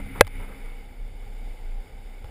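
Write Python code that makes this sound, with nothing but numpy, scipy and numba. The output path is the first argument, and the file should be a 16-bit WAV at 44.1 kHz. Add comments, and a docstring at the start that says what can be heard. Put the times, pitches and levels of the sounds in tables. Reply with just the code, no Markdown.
"""A passing car's hiss and one hard knock over the roar of a skateboard rolling on asphalt.
Heard from a cased camera on a hand-held pole: the wheels ring the case and scrub as the board
steers, the pole shudders, wind buffets the case and the car falls behind.
The knock overloads the microphone, ducks the gain and leaves a short rattle."""
import sys
import numpy as np
from scipy import signal
from scipy.fft import rfft, irfft
from scipy.io import wavfile
from scipy.ndimage import uniform_filter1d
from numba import njit

SR = 44100
rng = np.random.default_rng(int(sys.argv[2]) if len(sys.argv) > 2 else 0)


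def transcribe(signal):
    """Save signal, clipped to [-1, 1], as a 16-bit WAV file at the path in sys.argv[1]."""
    frames = np.atleast_2d(signal).T
    limited = np.clip(frames, -1, 1)
    pcm = np.round(limited * 32767).astype(np.int16)
    wavfile.write(sys.argv[1], SR, pcm)


N = 101429
T = np.arange(N) / SR


def wheels():
    """Dense grit strikes and smooth roar ring the case."""
    # wheels on asphalt: freq_hz, density_db
    spectrum = [(130, -3.5), (330, -10), (1050, -21), (1500, -13.5), (1850, -18.5), (2700, -19),
                (4200, -29.5), (8000, -33), (13500, -33), (15200, -34)]
    # roar envelope: time_s, level_db
    levels = [(0, -52), (.7, -51.5), (1.0, -53.5), (1.3, -51.5), (1.55, -50), (1.9, -52.5), (2.3, -51)]
    grit_per_s, grit_to_roar, grit_spread_db, flutter_db = 1800, 0.39, 2, 0.56
    strikes = rng.random(N) < grit_per_s / SR
    grit = strikes * rng.standard_normal(N) * undb(grit_spread_db * rng.standard_normal(N))
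    drive = grit_to_roar * grit / grit.std() + rng.standard_normal(N)
    roar = case_unit_rms(colour(drive, spectrum))
    return roar * curve(levels) * undb(flutter_db * drift(rate_hz=23.65))


def scrubs():
    """Short rough swells as the wheels slip sideways."""
    # slips: start_s, decay_s, level_db
    slips = [(-.005, 0.01, -26.5), (0.147, 0.072, -38.5), (0.393, 0.063, -42.5), (0.478, 0.092, -47.5),
             (0.639, 0.071, -51)]
    # scrub noise: freq_hz, density_db
    spectrum = [(115, 2), (230, -18), (520, -18), (800, -24.5), (1300, -13.5), (2200, -24), (3200, -37),
                (6000, -53), (10500, -35), (15200, -44.5)]
    rise_s, roughness_db = 0.0085, 1.4
    swell = np.zeros(N)
    for start_s, decay_s, level_db in slips:
        age_s = T - start_s
        swell += undb(level_db) * np.clip(age_s / rise_s, 0, 1) * np.exp(-(age_s / decay_s) ** 2)
    return case_unit_rms(noise(spectrum)) * swell * undb(roughness_db * drift(rate_hz=150))


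def knocks():
    """Each blow cracks against the case and rings the mount; longer contact is duller."""
    # one hard blow, one faint: start_s, gain_db, contact_ms
    blows = [(0.2093, 4, 0.019), (2.2429, -53, 0.11)]
    # pole and mount modes: freq_hz, gain_db, t60_s
    modes = [(96.2, -10.5, 0.11), (195.5, -25, 0.0088), (499.7, 13.5, .02), (599, 6.5, 0.028),
             (822, 8.5, 0.01), (1067, 11.5, .012), (1364, 4, 0.014), (1626, 1.5, 0.026), (2018, 10, 0.012),
             (2580, 2.5, 0.02), (3500, -12.5, .01)]
    # contact crack: freq_hz, density_db
    spectrum = [(800, 7), (2400, -7), (3800, 6), (5200, -6), (7500, -10), (10200, 13), (11500, 6.5),
                (12000, -15.5), (13500, 7.5), (15000, -21)]
    crack_gain_db, window_s = -7.5, 0.1
    crack_noise = undb(crack_gain_db) * noise(spectrum)
    out = np.zeros(N)
    for start_s, gain_db, contact_ms in blows:
        span = (T >= start_s) & (T < start_s + window_s)
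        age_s = T[span] - start_s
        mount = sum((-1) ** k * undb(db) * decay(age_s, t60_s) * np.sin(2 * np.pi * hz * age_s)
                    for k, (hz, db, t60_s) in enumerate(modes))
        crack = case(crack_noise[span] * decay(age_s, t60_s=0.015))
        softness = np.exp(-1000 / (SR * contact_ms))  # one-pole low-pass
        out[span] += undb(gain_db) * signal.lfilter([1 - softness], [1, -softness], mount + crack)
    return out


def rattle():
    """Loose parts tick in the case after the knocks."""
    # ticks: start_s, gain_db
    ticks = [(0.248, -33), (.2690, -28), (0.2769, -31.5), (2.2445, -48.5)]
    # tick noise: freq_hz, density_db
    spectrum = [(500, -23), (800, -19), (1200, 8.5), (2200, -9.5), (3500, -8.5), (5000, -22.5), (8000, -24),
                (10000, -16.5), (12000, -22), (14500, -19)]
    envelope = sum(undb(db) * decay(T - start_s, t60_s=0.012) for start_s, db in ticks)
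    return case(noise(spectrum) * envelope)


def pole():
    """The pole shudders at its bending mode and takes two soft jolts."""
    # shudder envelope: time_s, level_db
    levels = [(0.0, -34.5), (0.19, -42.5), (0.23, -30.5), (0.3, -29), (0.44, -32), (0.59, -45), (0.64, -31),
              (0.95, -42.5), (1.03, -28), (1.1, -39), (1.52, -31), (1.57, -45), (1.65, -30), (1.8, -27.5),
              (1.89, -58.5), (1.94, -39.5), (2.26, -40), (2.3, -43)]
    # jolts: centre_s, peak_db, freq_hz, half_width_s
    jolts = [(0.248, -27, 80, .03), (2.248, -29.5, 63, 0.0068)]
    bending_hz, waver_ratio = 29.7, 0.0618
    cycles = np.cumsum(bending_hz * (1 + waver_ratio * drift(rate_hz=7.9))) / SR
    out = np.sqrt(2) * curve(levels) * np.sin(2 * np.pi * cycles)
    for centre_s, peak_db, freq_hz, half_width_s in jolts:
        envelope = undb(peak_db) * np.exp(-((T - centre_s) / half_width_s) ** 2)
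        out -= envelope * np.cos(2 * np.pi * freq_hz * (T - centre_s))
    return out


def wind():
    """Low gusts buffet the case."""
    # buffeting: freq_hz, density_db
    spectrum = [(15, -11.5), (35, 1.5), (60, -8.5), (100, -8.5), (150, -25.5), (300, -37), (1000, -83)]
    # wind envelope: time_s, level_db
    levels = [(0, -40.5), (.27, -36.5), (.55, -37.5), (.65, -52), (1.0, -46), (1.4, -45), (2.2, -50),
              (2.3, -42)]
    gust_db = 2
    return noise(spectrum) * curve(levels) * undb(gust_db * drift(rate_hz=14))


def car():
    """Tyre hiss and a sagging engine hum fade up the road."""
    # engine partials: firing_multiple, start_level_db
    partials = [(1.5, -49), (2, -52.5), (3, -47.5), (4, -47.5)]
    # tyre hiss: freq_hz, density_db
    spectrum = [(300, 1.5), (800, -24.5), (1400, -2), (2400, -3.5), (3200, -12.5), (5000, -32), (8000, -30),
                (9800, -16.5), (11200, -23.5), (12800, -28), (14300, -17.5), (15200, -25.5)]
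    # hiss envelope: time_s, level_db
    levels = [(0, -50.5), (.19, -46), (.37, -46.5), (.46, -52), (.72, -54.5), (.85, -60.5), (1.2, -71.5),
              (2.3, -80.5)]
    firing_hz, sag_hz_per_s, waver_ratio = 68.4, 4, 0.018
    fade_db_per_s, flutter_db = 18.5, 2.46
    pitch_hz = (firing_hz - sag_hz_per_s * T) * (1 + waver_ratio * drift(rate_hz=30))
    cycles = np.cumsum(pitch_hz) / SR
    hum = sum(np.sqrt(2) * undb(db + flutter_db * drift(rate_hz=40)) * np.sin(2 * np.pi * k * cycles)
              for k, db in partials)
    hiss = case_unit_rms(noise(spectrum)) * curve(levels)
    return hum * undb(-fade_db_per_s * T) + hiss


def case(x):
    """Camera case resonances as peaking filters in series."""
    # resonances and one dip: centre_hz, width_hz, gain_db
    peaks = [(225, 96, 7.7), (467, 212, 12.4), (811, 262, 16.6), (2070, 114, 7.3), (2222, 273, 13.1),
             (2979, 150, 8.0), (3471, 160, 8.3), (3694, 258, 9.1), (4662, 484, 11.7), (5215, 357, 8.8),
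             (5994, 717, -10.9), (6791, 387, 9.1), (7331, 405, 10.0), (8418, 394, 10.7), (9033, 197, 8.5),
             (9804, 413, 16.5), (11201, 167, 9.7), (11985, 77, 11.2), (12794, 165, 9.4), (14195, 372, 15.0),
             (14975, 166, 7.4)]
    for centre_hz, width_hz, gain_db in peaks:
        tuning = -2 * np.cos(2 * np.pi * centre_hz / SR)
        width, root_gain = np.tan(np.pi * width_hz / SR), np.sqrt(undb(gain_db))
        x = signal.lfilter([1 + width * root_gain, tuning, 1 - width * root_gain],
                           [1 + width / root_gain, tuning, 1 - width / root_gain], x)
    return x


def case_unit_rms(x):
    """Sound through the case, at rms 1."""
    y = case(x)
    return y / y.std()


def undb(db):
    """Decibels to gain."""
    return 10 ** (np.asarray(db) / 20)


def curve(rows):
    """Gain along rows of time_s, level_db."""
    return undb(np.interp(T, *np.array(rows).T))


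def drift(rate_hz):
    """Smooth random drift, spread near 1."""
    hold = int(SR / rate_hz)
    steps = np.repeat(rng.standard_normal(N // hold + 1), hold)
    return 1.33 * uniform_filter1d(uniform_filter1d(steps, hold), hold)[:N]


def colour(x, spectrum):
    """Shape by rows of freq_hz, density_db; steep cut below the first row; rms 1."""
    hz, db = np.array(spectrum).T
    bins_hz = np.fft.rfftfreq(N, 1 / SR) + 1e-3
    gain = undb(np.interp(np.log(bins_hz), np.log(hz), db))
    low_cut = np.minimum(bins_hz / hz[0], 1) ** 3
    y = irfft(rfft(x) * gain * low_cut, N)
    return y / y.std()


def noise(spectrum):
    """Coloured noise, rms 1."""
    return colour(rng.standard_normal(N), spectrum)


def decay(age_s, t60_s):
    """Exponential decay from age 0."""
    return (age_s >= 0) * np.exp(-np.log(1000) * np.maximum(age_s, 0) / t60_s)


@njit
def follow(x, attack_s, release_s):
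    """Envelope follower."""
    out, level = np.empty(len(x)), 0.
    for i in range(len(x)):
        lag_s = attack_s if abs(x[i]) > level else release_s
        level += (abs(x[i]) - level) / (lag_s * SR)
        out[i] = level
    return out


def scene():
    """Mono sum at the microphone."""
    return (wheels() + scrubs() + car() + pole() + wind() + knocks() + rattle())[None]


def record(dry):
    """Gain control ducks after an overload, peaks clip, the top is cut."""
    threshold_db, duck_db_per_db, clip_hardness, cutoff_hz = -19, 0.62, 5.7, 15300
    envelope = follow(dry[0], attack_s=0.011, release_s=0.065)
    ducked = dry * np.maximum(envelope / undb(threshold_db), 1) ** -duck_db_per_db
    clipped = ducked / (1 + np.abs(ducked) ** clip_hardness) ** (1 / clip_hardness)
    return signal.sosfilt(signal.ellip(8, .2, 70, cutoff_hz, fs=SR, output="sos"), clipped)


dry = scene()
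out = record(dry)
transcribe(out)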